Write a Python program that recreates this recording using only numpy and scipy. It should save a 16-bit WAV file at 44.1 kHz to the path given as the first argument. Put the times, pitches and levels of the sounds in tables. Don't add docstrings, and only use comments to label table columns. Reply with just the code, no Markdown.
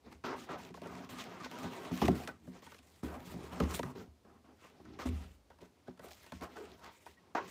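import sys
import numpy as np
from scipy import signal
from scipy.fft import rfft, irfft
from scipy.io import wavfile
from scipy.ndimage import uniform_filter1d

SR = 44100
rng = np.random.default_rng(int(sys.argv[2]) if len(sys.argv) > 2 else 0)


def master_out(mix):
    frames = np.transpose(np.atleast_2d(mix))
    ceiling = np.clip(frames, -1, 1)
    pcm = np.round(ceiling * 32767).astype(np.int16)
    wavfile.write(sys.argv[1], SR, pcm)


N = 330750

# f/Hz, relative density/(dB per Hz)
ROOM_SPECTRUM = [(15, -38), (25, -29), (82, 10), (141, -3), (263, 1.5), (796, -9), (936, -9.5),
                 (1560, -16.5), (4870, -19), (14800, -30), (16000, -24)]
# start t/s, length/s, f/Hz, peak level/dB
SKIN_SQUEAK = (7.168, .028, 1900, -62)
# f/Hz, relative level/dB, T60/s
BOOM_MODES = [(55, -24.5, 0.99), (75.5, 0, 0.43), (109.7, -15.5, 0.15)]
HOLLOW_MODES = [(138.4, -7, 0.41), (183, 6.5, 0.24), (220.2, 3.5, 0.14), (252.6, 11.5, 0.13),
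                (312.3, 2.5, 0.15), (370, 4.5, 0.14)]
PANEL_MODES = [(426, 15, 0.031), (530, 2, 0.069), (623.4, -0.5, 0.044), (710.6, 12, 0.023),
               (808, 6.5, 0.03), (946, 10.5, 0.027), (1072, 9.5, 0.03), (1202, 10.5, 0.019),
               (1324, 10.5, 0.018), (1495, 0, 0.067), (1570, 2.5, 0.018), (1860, -1, 0.065),
               (1960, -6.5, 0.09), (2463, -1.5, 0.047)]
# t/s, panels peak level/dB, centre of excited panel modes f/Hz,
# hollow re panels/dB, centre of excited hollow modes f/Hz, boom re panels/dB, crack re panels/dB
KNOCK_EVENTS = [(0.063, -49, 480, -10, 172, -25, -20), (0.127, -52, 670, -14, 240, -4, 4),
                (0.24, -52, 616, -7, 395, -17, -19), (0.341, -42, 930, -27, 261, -32, -16),
                (0.49, -42, 1180, -7, 283, -35, -17), (0.701, -50, 454, 6.5, 382, -13, -19),
                (0.743, -41.5, 651, -13, 299, -25, -6), (0.773, -42, 611, -9, 196, -31, -17),
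                (0.819, -37.5, 660, -11, 180, -32, -9.5), (0.859, -37, 595, -21, 180, -30, -17),
                (1.092, -51, 1120, -3, 180, -11.5, 4.5), (1.441, -40, 2060, -10, 229, -32, -15),
                (1.459, -37, 1350, -35, 175, -40, -19), (1.64, -38.5, 433, -0.5, 188, -45, -14),
                (1.912, -36.5, 660, 6, 371, -20, -23), (1.924, -55, 716, 17.5, 229, -20, -16),
                (2.017, -19.5, 580, -7.5, 212, -16, -16), (2.056, -32.5, 686, -2, 170, -13, 1),
                (2.065, -40, 433, -5, 194, -15, -12), (2.082, -18, 506, -2.5, 236, -30, -7.5),
                (2.276, -36.5, 990, -11.5, 295, -33, 4), (2.289, -33, 1210, -25, 175, -28, -17),
                (2.474, -45.5, 433, 4.5, 235, -13, -16), (2.625, -49.5, 845, -11, 264, -36, -10),
                (2.667, -45.5, 1140, -9.5, 183, -27, -3), (2.721, -46.5, 1200, -13, 398, -35, 0),
                (2.746, -48, 1220, -14, 261, -28, 0), (2.79, -57.5, 550, -2, 296, -9, 5.5),
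                (3.03, -38, 430, 6, 403, -8, -21), (3.339, -42.5, 567, 6.5, 209, -8, -16),
                (3.603, -24.5, 802, -2.5, 217, -6, -5), (3.794, -25.5, 535, -10.5, 320, -29, -6),
                (3.832, -34, 960, -1, 180, -38, -2.5), (3.956, -44, 433, -20, 202, -35, -37),
                (4.057, -60.5, 533, -10, 242, 9.5, -14), (4.249, -55, 576, -6, 205, -13, -13),
                (4.647, -50.5, 1060, -15, 358, -19, -8), (4.799, -52, 433, 0, 398, -17, -20),
                (4.853, -52, 1320, 0, 231, -10, -7), (4.99, -38, 1080, -19, 250, -23, -10),
                (5.055, -42, 433, -9, 390, 5, -14), (5.067, -40, 444, -1, 223, 0, -12),
                (5.103, -47, 433, 8, 187, 15.5, -16), (5.503, -51, 940, -21, 398, -18, -6),
                (5.588, -56, 910, -13, 172, -18, -3), (5.618, -45.5, 487, -5, 370, -23, -10),
                (5.881, -38, 440, -2.5, 308, -33, -21), (5.976, -57.5, 1090, -3, 229, -29, 0),
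                (5.995, -45, 1050, -8, 299, -22, -5.5), (6.042, -42, 560, -13, 345, -19, -19),
                (6.114, -53, 738, -15, 363, -15, 7), (6.243, -55, 1030, -18, 231, -26, 5.5),
                (6.265, -50, 1160, -14, 366, -28, 1), (6.322, -37.5, 1190, -5, 188, -29, -1.5),
                (6.35, -66, 678, -11, 143, -10, -8), (6.412, -51, 956, 7, 363, -34, 4.5),
                (6.569, -39, 756, -28, 398, -29, -11), (7.064, -42, 1200, -27, 191, -27, -12),
                (7.351, -27, 970, -41, 320, -42, -18)]
# f/Hz, relative density/(dB per Hz)
HISS_SPECTRUM = [(1060, -23), (1800, -2.5), (2160, -2), (2670, -3), (7700, -11.5), (11500, -19.5),
                 (14600, -12), (16000, 0.5)]
# full strength t/s (sudden rubs move to a knock), rise/s, hold/s,
# panels level/dB, centre of excited panel modes f/Hz, hollow, hiss and fine hiss re panels/dB
RUB_EVENTS = [(0.063, 0.045, 0.012, -58, 590, 1, -8, -25), (0.116, 0.02, 0.0088, -61, 655, 4, -2.5, -11),
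              (0.24, 0.0013, 0.1, -41, 825, -7, -9, -28.5), (0.367, 0.032, 0.075, -58, 746, 0, -0.5, -9.5),
              (0.502, 0.042, 0.039, -42.5, 950, -7, -14.5, -30.5),
              (0.584, 0.016, 0.088, -57, 815, 2, -3.5, -13.5),
              (0.738, 0.0047, 0.057, -65.5, 820, -5, 3, -7), (0.835, 0.038, 0.21, -53, 875, 1, -9.5, -20),
              (1.097, 0.005, 0.019, -54.5, 1080, -1, -1, -5), (1.13, 0.023, 0.045, -54, 1050, 1, -7, -13),
              (1.193, 0.038, 0.019, -50.5, 970, -4, 3, -6),
              (1.256, 0.04, 0.11, -51.5, 820, -4, -9.5, -23.5),
              (1.409, 0.069, 0.017, -52.5, 1020, 0.5, -5.5, -19),
              (1.438, 0.015, 0.014, -54, 1100, 0, 2.5, -15.5),
              (1.52, 0.06, 0.091, -49.5, 870, -3.5, -7.5, -17.5),
              (1.638, 0.064, 0.035, -47.5, 830, 4, -5.5, -15.5),
              (1.715, 0.039, 0.18, -49, 705, -6, -9, -18), (1.918, 0.025, 0.15, -52, 855, 1, -2, -9.5),
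              (2.017, 0.0022, 0.02, -39, 686, 6, -4.5, -17.5),
              (2.085, 0.0035, 0.055, -44.5, 630, 9.5, -11, -21),
              (2.154, 0.03, 0.085, -50.5, 784, -1, -6, -10.5),
              (2.266, 0.0016, 0.011, -48.5, 1120, -4, -8.5, -15),
              (2.447, 0.12, 0.073, -71, 490, 12, -4, -7), (2.554, 0.09, 0.015, -58.5, 770, -0.5, -5.5, -14),
              (2.623, 0.0084, 0.14, -66, 1010, -8, 1.5, -5.5), (2.832, 0.032, 0.17, -73, 884, -0.5, 0, -2),
              (3.035, 0.0057, 0.12, -48.5, 696, -1, -8, -13),
              (3.14, 0.02, 0.095, -58, 630, 3.5, -10.5, -15), (3.27, 0.056, 0.06, -56.5, 710, 4, -1, -5.5),
              (3.39, 0.09, 0.082, -51.5, 537, -1, -10.5, -15.5),
              (3.528, 0.073, 0.089, -49, 700, 1, -10, -17.5),
              (3.591, 0.0019, 0.039, -41.1, 640, 5.5, -11, -24),
              (3.711, 0.12, 0.015, -46, 880, -11, -5, -10.5),
              (3.742, 0.015, 0.015, -45.5, 1060, -3.5, -1.5, -4),
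              (3.821, 0.0029, 0.073, -52.5, 920, 5, -8, -12.5),
              (3.954, 0.01, 0.063, -53, 620, 3.5, -12.5, -21.5), (4.257, 0.02, 0.11, -67, 734, 2, -17, -33),
              (4.447, 0.021, 0.085, -65.5, 590, -0.5, -14, -33),
              (4.645, 0.11, 0.019, -61.5, 1100, -5.5, -3, -11.5),
              (4.703, 0.02, 0.11, -67, 610, -2, -9, -21), (4.853, 0.023, 0.15, -65, 720, 10.5, -5, -34),
              (4.987, 0.0021, 0.038, -47.5, 1010, -6, -5, -18.5),
              (5.057, 0.0041, 0.018, -48, 550, 10.5, -5.5, -11.5),
              (5.121, 0.023, 0.13, -61, 860, 5, -2, -9.5), (5.266, 0.02, 0.076, -73.5, 656, -9, -2, -5),
              (5.505, 0.0029, 0.01, -64, 800, -3, -8, -26), (5.608, 0.015, 0.044, -63, 610, -9, -6.5, -16),
              (5.72, 0.03, 0.3, -76, 580, -9, -7, -25), (5.874, 0.0097, 0.005, -58, 1000, -6, -12, -25),
              (6.037, 0.059, 0.045, -57, 623, -12, -8, -10.5), (6.11, 0.01, 0.19, -69, 860, -7, 2.5, -2),
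              (6.32, 0.004, 0.052, -64, 880, 4.5, 3, -5),
              (6.425, 0.027, 0.016, -44, 730, -10.5, -13.5, -21), (6.5, 0.02, 0.065, -61, 810, -5, -6, -16),
              (6.566, 0.028, 0.073, -50, 660, -23, -14, -21),
              (6.647, 0.02, 0.1, -60.5, 645, -3.5, -7.5, -20), (6.79, 0.039, 0.04, -64, 890, -7, -7, -11.5),
              (6.842, 0.048, 0.038, -53, 1160, -12.5, -7, -21),
              (6.924, 0.053, 0.19, -72.5, 790, -10, 2, -2), (7.056, 0.0028, 0.025, -63.5, 815, -5, -1, -6),
              (7.179, 0.021, 0.14, -71.5, 790, 0.5, -7, -25),
              (7.351, 0.001, 0.029, -34.5, 890, -49, -14, -34),
              (7.427, 0.022, 0.038, -60.5, 855, 6, -3, -14), (7.479, 0.015, 0.019, -66, 840, -5, 6, -0.5)]
# t/s, centre of excited hollow modes f/Hz, boom re hollow/dB
GRIP_PATH = [(0, 180, 8), (.22, 185, -20), (.3, 320, -16.5), (.78, 262, -18), (.9, 186, -16),
             (1.35, 270, -20), (1.66, 200, -43), (1.82, 315, -15), (2.0, 215, -17), (2.8, 260, -3),
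             (3.2, 197, -5.5), (3.5, 243, -6), (3.85, 193, -20.5), (4.5, 285, -6), (5.0, 230, -9),
             (5.2, 180, 0), (5.6, 303, -6), (6.1, 335, -5), (6.35, 200, 6), (6.5, 335, -7), (6.9, 250, -2),
             (7.4, 343, -27)]
RUB_FALL = (280, 215, 278, 320)
RUB_SAG = (18, 21, 78, 53)

ROOM_DB = -69.5
MIC_LOW_HZ, STOPBAND_HZ = 46.5, 16200
FOCUS_DB_PER_OCT2 = 6.5
LAG_CYCLES = 0.78
SKIRT_OCT = 0.72
CONTACT_T60_S, CRACK_T60_S, CRACK_RISE_S = 0.021, 0.02, 0.0012
CRACK_LEAD_S = 0.002
SLIPS_PER_S, SLIP_SPREAD_DB, CLUMP_DB = 11000, 2.6, 1.1
TICKS_PER_S, TICK_DB, TICK_T60_S = 25, -5, 0.012
FINE_ABOVE_HZ, PATCH_DB = 6920, 2.4
RISE_DB = 25.5
SUDDEN_S = 0.008


def amp(db):
    return 10 ** (np.asarray(db) / 20)


def rms_one(x):
    return x / np.sqrt(np.mean(x ** 2) + 1e-20)


def peak_one(x):
    return x / (np.max(np.abs(x)) + 1e-20)


def colour(x, spectrum):
    hz = np.maximum(np.arange(len(x) // 2 + 1) * SR / len(x), 1)
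    table_hz, table_db = np.transpose(spectrum)
    gain = amp(np.interp(np.log(hz), np.log(table_hz), table_db))
    return rms_one(irfft(rfft(x) * gain, len(x)))


def drift(rate_hz):
    step = 40
    pole = np.exp(-2 * np.pi * rate_hz * step / SR)
    noise = rng.standard_normal(N // step + 2002)
    slow = signal.lfilter([1], [1, -2 * pole, pole * pole], noise)[2000:]
    return np.interp(np.arange(N) / step, np.arange(len(slow)), rms_one(slow))


def ring(force, modes, extra_db, lag_cycles=0):
    total = 0
    for (hz, db, t60), more_db in zip(modes, extra_db):
        radius = amp(-60 / (t60 * SR))
        angle = 2 * np.pi * hz / SR
        lag = int(lag_cycles * SR / hz)
        late = np.concatenate([np.zeros(lag), force[:len(force) - lag]])
        poles = [1, -2 * radius * np.cos(angle), radius * radius]
        mode = signal.lfilter([0, np.sin(angle)], poles, late + 1e-18)
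        total = total + amp(db + more_db) * mode
    edges = [modes[0][0] / 2 ** SKIRT_OCT, modes[-1][0] * 2 ** SKIRT_OCT]
    return signal.sosfilt(signal.butter(3, edges, "band", fs=SR, output="sos"), total)


def focus_db(modes, centre_hz):
    hz, db, t60 = np.transpose(modes)
    octaves = np.log2(np.multiply.outer(hz, 1 / np.asarray(centre_hz)))
    weight_db = -FOCUS_DB_PER_OCT2 * octaves ** 2
    power = np.tensordot(amp(2 * db) * t60, amp(2 * weight_db), axes=1)
    return weight_db - 10 * np.log10(power)


def room():
    air = colour(rng.standard_normal(N), ROOM_SPECTRUM)
    return amp(ROOM_DB + 0.19 * drift(0.24)) * air


def squeak():
    start_s, length_s, hz, db = SKIN_SQUEAK
    t = np.arange(N) / SR - start_s
    swell = np.maximum(1 - (2 * t / length_s - 1) ** 2, 0)
    return amp(db) * swell * np.sin(2 * np.pi * hz * t)


def knocks():
    out, long, short = np.zeros(N + SR), SR // 2, SR // 7
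    t = np.arange(long) / SR
    t_short = t[:short]
    bright = signal.butter(1, [1300, 3000], "band", fs=SR, output="sos")
    push = t * np.exp(-t / 0.00024)
    contact_decay = amp(-60 * t_short / CONTACT_T60_S)
    crack_swell = (1 - np.exp(-t_short / CRACK_RISE_S)) * amp(-60 * t_short / CRACK_T60_S)
    for s, panels_db, panels_hz, hollow_db, hollow_hz, boom_db, crack_db in KNOCK_EVENTS:
        rough = rng.standard_normal(short)
        rough[0] = 4
        panels_extra, hollow_extra, boom_extra = [
            rng.normal(0, 4.0, len(modes)) for modes in (PANEL_MODES, HOLLOW_MODES, BOOM_MODES)]
        panels_extra += focus_db(PANEL_MODES, panels_hz)
        hollow_extra += focus_db(HOLLOW_MODES, hollow_hz)
        panels = peak_one(ring(rough * contact_decay, PANEL_MODES, panels_extra, LAG_CYCLES))
        hollow = peak_one(ring(push, HOLLOW_MODES, hollow_extra, LAG_CYCLES))
        boom = peak_one(ring(push, BOOM_MODES, boom_extra, LAG_CYCLES))
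        crack = peak_one(signal.sosfilt(bright, rough * crack_swell))
        at = round(s * SR)
        early = at - round(CRACK_LEAD_S * SR)
        out[early:early + short] += amp(panels_db + crack_db) * crack
        out[at:at + short] += amp(panels_db) * panels
        out[at:at + long] += amp(panels_db) * (amp(hollow_db) * hollow + amp(boom_db) * boom)
    return out[:N]


def ticks():
    sizes = amp(5.16 * np.minimum(rng.exponential(1, N), 3))
    snaps = sizes * (rng.random(N) < TICKS_PER_S / SR)
    return signal.lfilter([1], [1, -amp(-60 / (TICK_T60_S * SR))], snaps + 1e-18)


def slips():
    sizes = amp(SLIP_SPREAD_DB * np.minimum(rng.exponential(1, N), 5))
    clicks = sizes * rng.choice([-1, 1], N) * (rng.random(N) < SLIPS_PER_S / SR)
    return clicks * amp(CLUMP_DB * drift(22.0))


def steady(x, over_s):
    local_power = uniform_filter1d(x ** 2, int(over_s * SR))
    return rms_one(x / (local_power + 1e-20) ** 0.34)


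def patchy(x, low_hz, high_hz, count):
    edges = np.geomspace(low_hz, high_hz, count + 1)
    total = 0
    for k, pair in enumerate(zip(edges, edges[1:])):
        band = signal.sosfilt(signal.butter(2, pair, "band", fs=SR, output="sos"), x)
        total = total + amp(PATCH_DB * drift(13.5)) * band * (-1) ** k
    return rms_one(total)


def strokes():
    step = 44
    t = np.arange(0, N + step, step) / SR
    s, rise, hold, db, hz, hollow, hiss, fine = np.array(RUB_EVENTS).T[:, :, None]
    sudden = rise < SUDDEN_S
    knock_s = np.array(KNOCK_EVENTS)[:, 0]
    nearest_s = knock_s[np.abs(s - knock_s).argmin(axis=1), None]
    s = np.where(sudden, nearest_s - CRACK_LEAD_S + rise, s)
    before = np.maximum(s - t, 0) / np.maximum(rise, 0.001)
    after = np.maximum(t - s - hold, 0)
    held = np.clip(t - s, 0, hold) * sudden
    powers = []
    for re_db, fall, sag in zip((0, hollow, hiss, fine), RUB_FALL, RUB_SAG):
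        level_db = db + re_db - RISE_DB * before - fall * after - sag * held
        powers.append(amp(2 * level_db) + 1e-12)
    centre_hz = np.exp(np.sum(powers[0] * np.log(hz), axis=0) / np.sum(powers[0], axis=0))
    gains = [np.sqrt(p.sum(axis=0)) for p in powers]
    return [np.interp(np.arange(N) / SR, t, curve) for curve in [centre_hz] + gains]


def sliding():
    panels_hz, panels_gain, hollow_gain, hiss_gain, fine_gain = strokes()
    grip_s, *held = np.transpose(GRIP_PATH)
    hollow_hz, boom_db = [np.interp(np.arange(N) / SR, grip_s, column) for column in held]
    panels_extra = [db + 4.5 * drift(9) for db in focus_db(PANEL_MODES, panels_hz)]
    hollow_extra = [db + 4 * drift(5) for db in focus_db(HOLLOW_MODES, hollow_hz)]
    panels = steady(ring(slips(), PANEL_MODES, panels_extra), 0.03)
    hollow = steady(ring(slips(), HOLLOW_MODES, hollow_extra), 0.06)
    boom = steady(ring(slips(), BOOM_MODES, np.zeros(len(BOOM_MODES))), 0.058)
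    friction = colour(slips(), HISS_SPECTRUM) * (1 + amp(TICK_DB) * ticks())
    hiss = patchy(friction, 1530, FINE_ABOVE_HZ, count=6)
    fine = patchy(friction, FINE_ABOVE_HZ, 14640, count=3)
    body = panels_gain * panels + hollow_gain * (hollow + amp(boom_db) * boom)
    return body + hiss_gain * hiss + fine_gain * fine


def scene():
    return (room() + squeak() + knocks() + sliding())[None]


def record(dry):
    thin = signal.sosfilt(signal.butter(6, MIC_LOW_HZ, "high", fs=SR, output="sos"), dry)
    return signal.sosfilt(signal.cheby2(16, 70, STOPBAND_HZ, fs=SR, output="sos"), thin)


dry = scene()
out = record(dry)
master_out(out)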